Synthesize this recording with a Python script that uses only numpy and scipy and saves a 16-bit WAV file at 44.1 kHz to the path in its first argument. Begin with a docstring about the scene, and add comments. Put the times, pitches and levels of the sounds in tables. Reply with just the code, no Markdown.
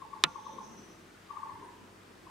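"""A distant barbet gives six spaced, hollow hoots that echo round a leafy, walled enclosure.
Among the first of them something hard clicks once, very close, and rings briefly; a small bird starts
to whistle thinly, and a far-off rumble swells. The barbet then runs down a quick falling roll, with two
tiny high whistles near its end, and adds one last faint hoot. Soft rustles come and go, and a faint
machine hum and the hiss of the open air lie under it all."""
import sys
import numpy as np
from scipy import signal
from scipy.fft import rfft, irfft, next_fast_len
from scipy.io import wavfile
from scipy.ndimage import uniform_filter1d, map_coordinates

SR = 44100
rng = np.random.default_rng(int(sys.argv[2]) if len(sys.argv) > 2 else 0)


def transcribe(signal):
    """Save signal, clipped to [-1, 1], as a 16-bit WAV file at the path in sys.argv[1]."""
    frames = np.atleast_2d(signal).T
    limited = np.clip(frames, -1, 1)
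    pcm = np.round(limited * 32767).astype(np.int16)
    wavfile.write(sys.argv[1], SR, pcm)


N = 101429

# The barbet's phrase. Each row: peak time in seconds, level in dB, pitch in Hz, after-note level in dB.
BARBET_NOTES = [(.024, -39, 1078, -45.5), (.137, -37, 1097, -43.5), (.251, -39.5, 1106, -43),
                (.360, -36.5, 1093, -42), (.469, -37, 1082, -42), (.588, -36.5, 1067, -42),
                (1.310, -36.5, 1130, -48.5), (1.373, -34, 1133, -45), (1.435, -34.5, 1098, -41.5),
                (1.496, -38.5, 1074, -48), (1.559, -42.5, 964, -53), (1.630, -43, 992, -51.5),
                (1.692, -45.5, 990, -58.5), (2.272, -46, 1055, -51)]
# Where the direct hoots sit. Each row: frequency in Hz, left minus right in dB.
BARBET_PAN = [(900, -5), (980, 5), (1070, 11.5), (1200, 14)]


def barbet():
    """Each hoot leans into a short, hollow pip and slurs down to an after-note; the walls echo it."""
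    after_hz, sag_hz_per_s, predelay_s = 880, 3500, .003982
    direct, wet = np.zeros(N), np.zeros((2, N))
    for s, db, hz, after_db in BARBET_NOTES:
        hoot = pip(s, hz, width_s=.0045, sag=sag_hz_per_s)
        hoot += amp(-11) * pip(s, hz=925, width_s=.006)  # undertone
        hoot += amp(-15.5) * pip(s - .011, hz, width_s=.0088)  # soft lead-in
        hoot += amp(-13) * pip(s + .014, (hz + after_hz) / 2, width_s=.005, sag=sag_hz_per_s)  # slur
        after_note = amp(after_db) * pip(s + .029, after_hz, width_s=.007)
        direct += amp(db) * hoot + after_note
        wet += enclosure(amp(db) * hoot + amp(-.5) * after_note)
    wet = filtered(wet, lambda hz: delay(hz, predelay_s))
    return pan(direct, BARBET_PAN, left_lag_s=-.000035) + amp(-4.5) * wet


def pip(s, hz, width_s, sag=0):
    """A few cycles of a nearly pure tone, its pitch falling by sag Hz a second."""
    t = clock() - s
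    phase = 2 * np.pi * (hz * t - sag * t ** 2 / 2) + rng.uniform(0, 2 * np.pi)
    return np.exp(-(t / width_s) ** 2) * (np.sin(phase) + amp(-32) * np.sin(2 * phase))


# Thin whistles. Each row: start and length in seconds, first and last pitch in Hz, level in dB.
WHISTLE_NOTES = [(0.254, 0.33, 6360, 6170, -68), (0.433, 0.22, 6210, 6160, -65.5),
                 (0.606, 0.18, 6420, 6300, -61.5), (0.747, 0.18, 5960, 6010, -63),
                 (0.87, 0.19, 6070, 6000, -69), (1.56, .04, 8950, 9030, -68),
                 (1.629, 0.035, 9050, 8900, -59)]
# Their breathy edge. Each row: frequency in Hz, level in dB.
BREATH_EQ = [(4300, -30), (5300, -4), (5950, 6.5), (6400, -8), (6800, -34)]


def small_bird():
    """High, wavering whistles with an echo; the lower ones have a breathy edge."""
    attack_s, waver_hz, breath_top_hz = .04, 45, BREATH_EQ[-1][0]
    t, tone, breath_level = clock(), np.zeros(N), np.zeros(N)
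    for s, length, start_hz, end_hz, db in WHISTLE_NOTES:
        progress = np.clip((t - s) / length, 0, 1)
        envelope = amp(db) * np.clip((t - s) / attack_s, 0, 1) * np.sqrt(1 - progress)
        hz = start_hz + (end_hz - start_hz) * progress + waver_hz * wobble(120)
        tone += envelope * np.sin(2 * np.pi * np.cumsum(hz) / SR)
        breath_level += envelope * (start_hz < breath_top_hz)
    return tone + amp(-.5) * enclosure(tone) + breath_level * rush(BREATH_EQ, patchy_db=3)


# The crack of the contact. Each row: frequency in Hz, level in dB.
CRACK_EQ = [(30, -52), (80, -24.5), (170, -6), (700, -3), (1200, 2.5), (3800, 2.6), (5500, -4), (9550, -9),
            (10150, -29.5), (11000, -13), (12500, -23), (16000, -33)]
# The object's short resonances. Each row: centre in Hz, bandwidth in Hz, gain in dB.
BODY_MODES = [(386, 110, -5.5), (1032, 83, 1), (1240, 126, 3.5), (1790, 99, 1), (2193, 370, -7.5),
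              (2466, 130, 0), (3120, 270, -0.2), (3615, 206, 8), (4055, 100, 3.5), (4880, 520, -0.5),
              (5800, 800, -6), (7210, 310, 0), (9000, 2300, -6.5)]
# Its longer ring. Each row: pitch in Hz, relative level in dB, seconds to fall 60 dB.
RING_MODES = [(154, 0.5, 0.14), (512.5, -18, 0.52), (701, -8, 0.11), (1153, -2.5, 0.23), (1400, 3.5, 0.14),
              (2040, -10, .09), (2595, -4.5, 0.1)]
# Scatter off nearby surfaces. Each row: frequency in Hz, seconds to fall 60 dB.
SCATTER_DECAY = [(150, 0.23), (600, 0.043), (1300, 0.055), (2700, 0.048), (4500, 0.022), (8000, 0.013),
                 (15000, 0.005)]
# Where the click sits. Each row: frequency in Hz, left minus right in dB.
CLICK_PAN = [(300, 3.5), (700, -7.5), (1800, 2), (3600, -1.5), (4700, -1), (6000, -11.5), (8500, 6),
             (12000, 0.5)]


def click():
    """One hard contact sets an object ringing and scatters off surfaces close by."""
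    start_s, lag_at_1khz_s, attack_cycles = .2384, .00059, 1.2
    blow, t = np.zeros(N), np.maximum(clock() - start_s, 0)
    blow[round(start_s * SR)] = 1
    # Low bending waves travel more slowly, so the lows arrive late.
    smear = lambda hz: np.exp(-4j * np.pi * lag_at_1khz_s * np.sqrt(hz * 1000))
    crack = filtered(blow, lambda hz: causal(CRACK_EQ, hz) * smear(hz))
    body = filtered(crack, lambda hz: sum(
        amp(db) * 1j * hz * width / (centre ** 2 - hz ** 2 + 1j * hz * width)
        for centre, width, db in BODY_MODES))
    ring = np.zeros(N)
    for hz, db, t60 in RING_MODES:
        attack = 1 - np.exp(-t * hz / attack_cycles)
        ring += amp(db) * attack * np.exp(-np.log(1000) * t / t60) * np.sin(2 * np.pi * hz * t)
    scatter = echo(crack, SCATTER_DECAY, alike=.24)
    return pan(amp(13) * body + amp(-37) * ring + amp(3) * scatter, CLICK_PAN, left_lag_s=.000015)


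# The enclosure's reverb. Each row: frequency in Hz, seconds to fall 60 dB.
ENCLOSURE_DECAY = [(300, 0.99), (1000, 0.75), (6000, 0.17)]


def enclosure(x):
    """The walls return a wide tail that darkens as it dies."""
    return echo(x, ENCLOSURE_DECAY, alike=.3)


# The rumble's fader ride. Each row: time in seconds, level in dB.
RUMBLE_RIDE = [(0, -56), (.15, -61.5), (.42, -62), (.52, -55), (.76, -55.5), (.9, -57.5), (1.1, -61),
               (1.2, -63), (1.42, -65), (1.55, -58), (1.72, -60.5), (1.83, -57.5), (1.92, -60), (2.1, -58),
               (2.3, -62.5)]
# Its dark tone. Each row: frequency in Hz, relative level in dB.
RUMBLE_EQ = [(70, -47), (140, -2), (210, 0), (370, 3), (520, -5.5), (700, -9.5), (1500, -22), (3000, -42.5)]
# Its hollow swells. Each row: peak time and width in seconds, centre in Hz, level in dB.
RUMBLE_SWELLS = [(.54, 0.087, 520, -58), (.69, 0.12, 213, -55.5), (1.54, 0.058, 95.7, -55),
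                 (1.65, 0.15, 392, -60.5), (1.83, 0.031, 232, -56.5), (2.24, 0.051, 310, -57.5)]


def rumble():
    """Far-off low noise rises and falls, with brief narrow-band swells inside it."""
    level_db = np.interp(clock(), *np.transpose(RUMBLE_RIDE))
    return amp(level_db) * rush(RUMBLE_EQ, patchy_db=1.5) + puffs(RUMBLE_SWELLS, octaves=.13)


# Soft rustles. Each row: peak time and width in seconds, centre in Hz, level in dB.
RUSTLE_PUFFS = [(0.514, 0.14, 3530, -66.5), (0.29, 0.17, 3600, -70), (1.508, 0.25, 1740, -65)]


def rustles():
    """Faint brushes of upper-mid noise."""
    return puffs(RUSTLE_PUFFS, octaves=.19)


# The machine's low tones. Each row: pitch in Hz, level in dB.
HUM_TONES = [(49.5, -74), (96, -70), (192, -70)]


def machine_hum():
    """Centred low tones, each wavering in level and phase."""
    hum, waver_db = np.zeros(N), 1.5
    for hz, db in HUM_TONES:
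        waver = amp(waver_db * wobble(6.75))
        phase = 2 * np.pi * hz * clock() + .28 * wobble(8.6)
        hum += amp(db) * unit(waver * np.sin(phase))
    return hum


# The tone of the open air. Each row: frequency in Hz, relative level in dB.
AIR_EQ = [(25, -58), (45, -12), (68, -9), (100, -0.5), (200, -10), (350, -4), (600, -8.5), (1200, -5),
          (2600, -12.5), (4000, -17), (8000, -22), (12000, -30), (15500, -34)]


def open_air():
    """A broad bed of hiss whose level drifts slightly."""
    return amp(-57.5 + .54 * wobble(4.06)) * rush(AIR_EQ, patchy_db=1.37)


def puffs(rows, octaves):
    """Noise bands that each swell and fade once, 6 dB down at `octaves` either side of centre."""
    skirt = [(-4, -60), (-1, -6), (0, 0), (1, -6), (4, -60)]
    mix = np.zeros((2, N))
    for s, width, hz, db in rows:
        band = [(hz * 2 ** (step * octaves), gain_db) for step, gain_db in skirt]
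        mix += amp(db) * np.exp(-((clock() - s) / width) ** 2) * rush(band, patchy_db=2)
    return mix


# Stereo image of the noise layers. Each row: frequency in Hz, left-right likeness (1 is mono).
NOISE_LIKENESS = [(60, 0.79), (150, 0.92), (380, 0.65), (950, 0.017), (2400, 0.37), (6000, 0.41),
                  (15000, 0.79)]


def rush(spectrum, patchy_db):
    """Stereo noise of rms 1 with patches of random gain in time and frequency."""
    bins = signal.stft(rng.standard_normal((2, N)), nperseg=1024)[2]
    patches = uniform_filter1d(rng.standard_normal(bins.shape[1:]), size=2, axis=0)
    patches = uniform_filter1d(patches, size=8, axis=1)
    pair = signal.istft(bins * amp(patchy_db * unit(patches)), nperseg=1024)[1][:, :N]
    mid, side = filtered(pair, lambda hz: amp(along(spectrum, hz)) * mid_side(along(NOISE_LIKENESS, hz)))
    return unit(np.array([mid + side, mid - side]))


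def echo(x, decay, alike):
    """A diffuse stereo tail in which each frequency dies at its own speed."""
    hz, t, bins = signal.stft(rng.standard_normal((2, SR)), SR, nperseg=128)
    fade = np.exp(-np.log(1000) * t / along(decay, hz)[:, None])
    mid, side = signal.istft(bins * fade, SR, nperseg=128)[1] * mid_side(alike)[:, None]
    tail = np.array([mid + side, mid - side])
    return signal.fftconvolve(x[None], tail / np.linalg.norm(tail[0]), axes=1)[:, :N]


def mid_side(alike):
    """Mid and side gains for a left-right likeness."""
    angle = np.arccos(np.clip(alike, -1, 1)) / 2
    return np.array([np.cos(angle), np.sin(angle)])


def pan(x, balance, left_lag_s):
    """Place a sound by level and arrival time; with a negative lag the left leads."""
    sides = np.array([[.5], [-.5]])
    return filtered(x, lambda hz: amp(sides * along(balance, hz)) * delay(hz, sides * left_lag_s))


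def delay(hz, seconds):
    """Response of a pure delay."""
    return np.exp(-2j * np.pi * hz * seconds)


def causal(points, hz):
    """Minimum-phase response with the given EQ curve."""
    cepstrum = irfft(np.log(amp(along(points, hz))))
    half = len(cepstrum) // 2
    return np.exp(rfft(np.r_[cepstrum[0], 2 * cepstrum[1:half], np.zeros(half)]))


def filtered(x, response):
    """Pass x through a frequency response."""
    size = 2 * next_fast_len(N)
    return irfft(rfft(x, size) * response(np.fft.rfftfreq(size, 1 / SR)), size)[..., :N]


def wobble(rate):
    """A smooth random curve, rate knots a second."""
    return map_coordinates(rng.standard_normal(int(N * rate / SR) + 4), [clock() * rate])


def along(points, hz):
    """Read (Hz, value) points on a log axis."""
    knots_hz, values = np.transpose(points)
    return np.interp(np.log(hz + 1), np.log(knots_hz + 1), values)


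def amp(db):
    """Decibels to gain."""
    return 10 ** (np.asarray(db) / 20)


def unit(x):
    """Scale to rms 1."""
    return x / np.sqrt(np.mean(x ** 2) + 1e-20)


def clock():
    """Time of each sample in seconds."""
    return np.arange(N) / SR


def scene():
    """The birds and the click over a noise bed that leans slightly left, and the hum."""
    foreground = barbet() + small_bird() + click()
    bed = (open_air() + rumble() + rustles()) * amp([[.6], [-.6]])
    return foreground + bed + machine_hum()


def record(dry):
    """A steep high cut takes off the very top."""
    cutoff_hz = 15800
    return filtered(dry, lambda hz: 1 / (1 + (hz / cutoff_hz) ** 120))


dry = scene()
out = record(dry)
transcribe(out)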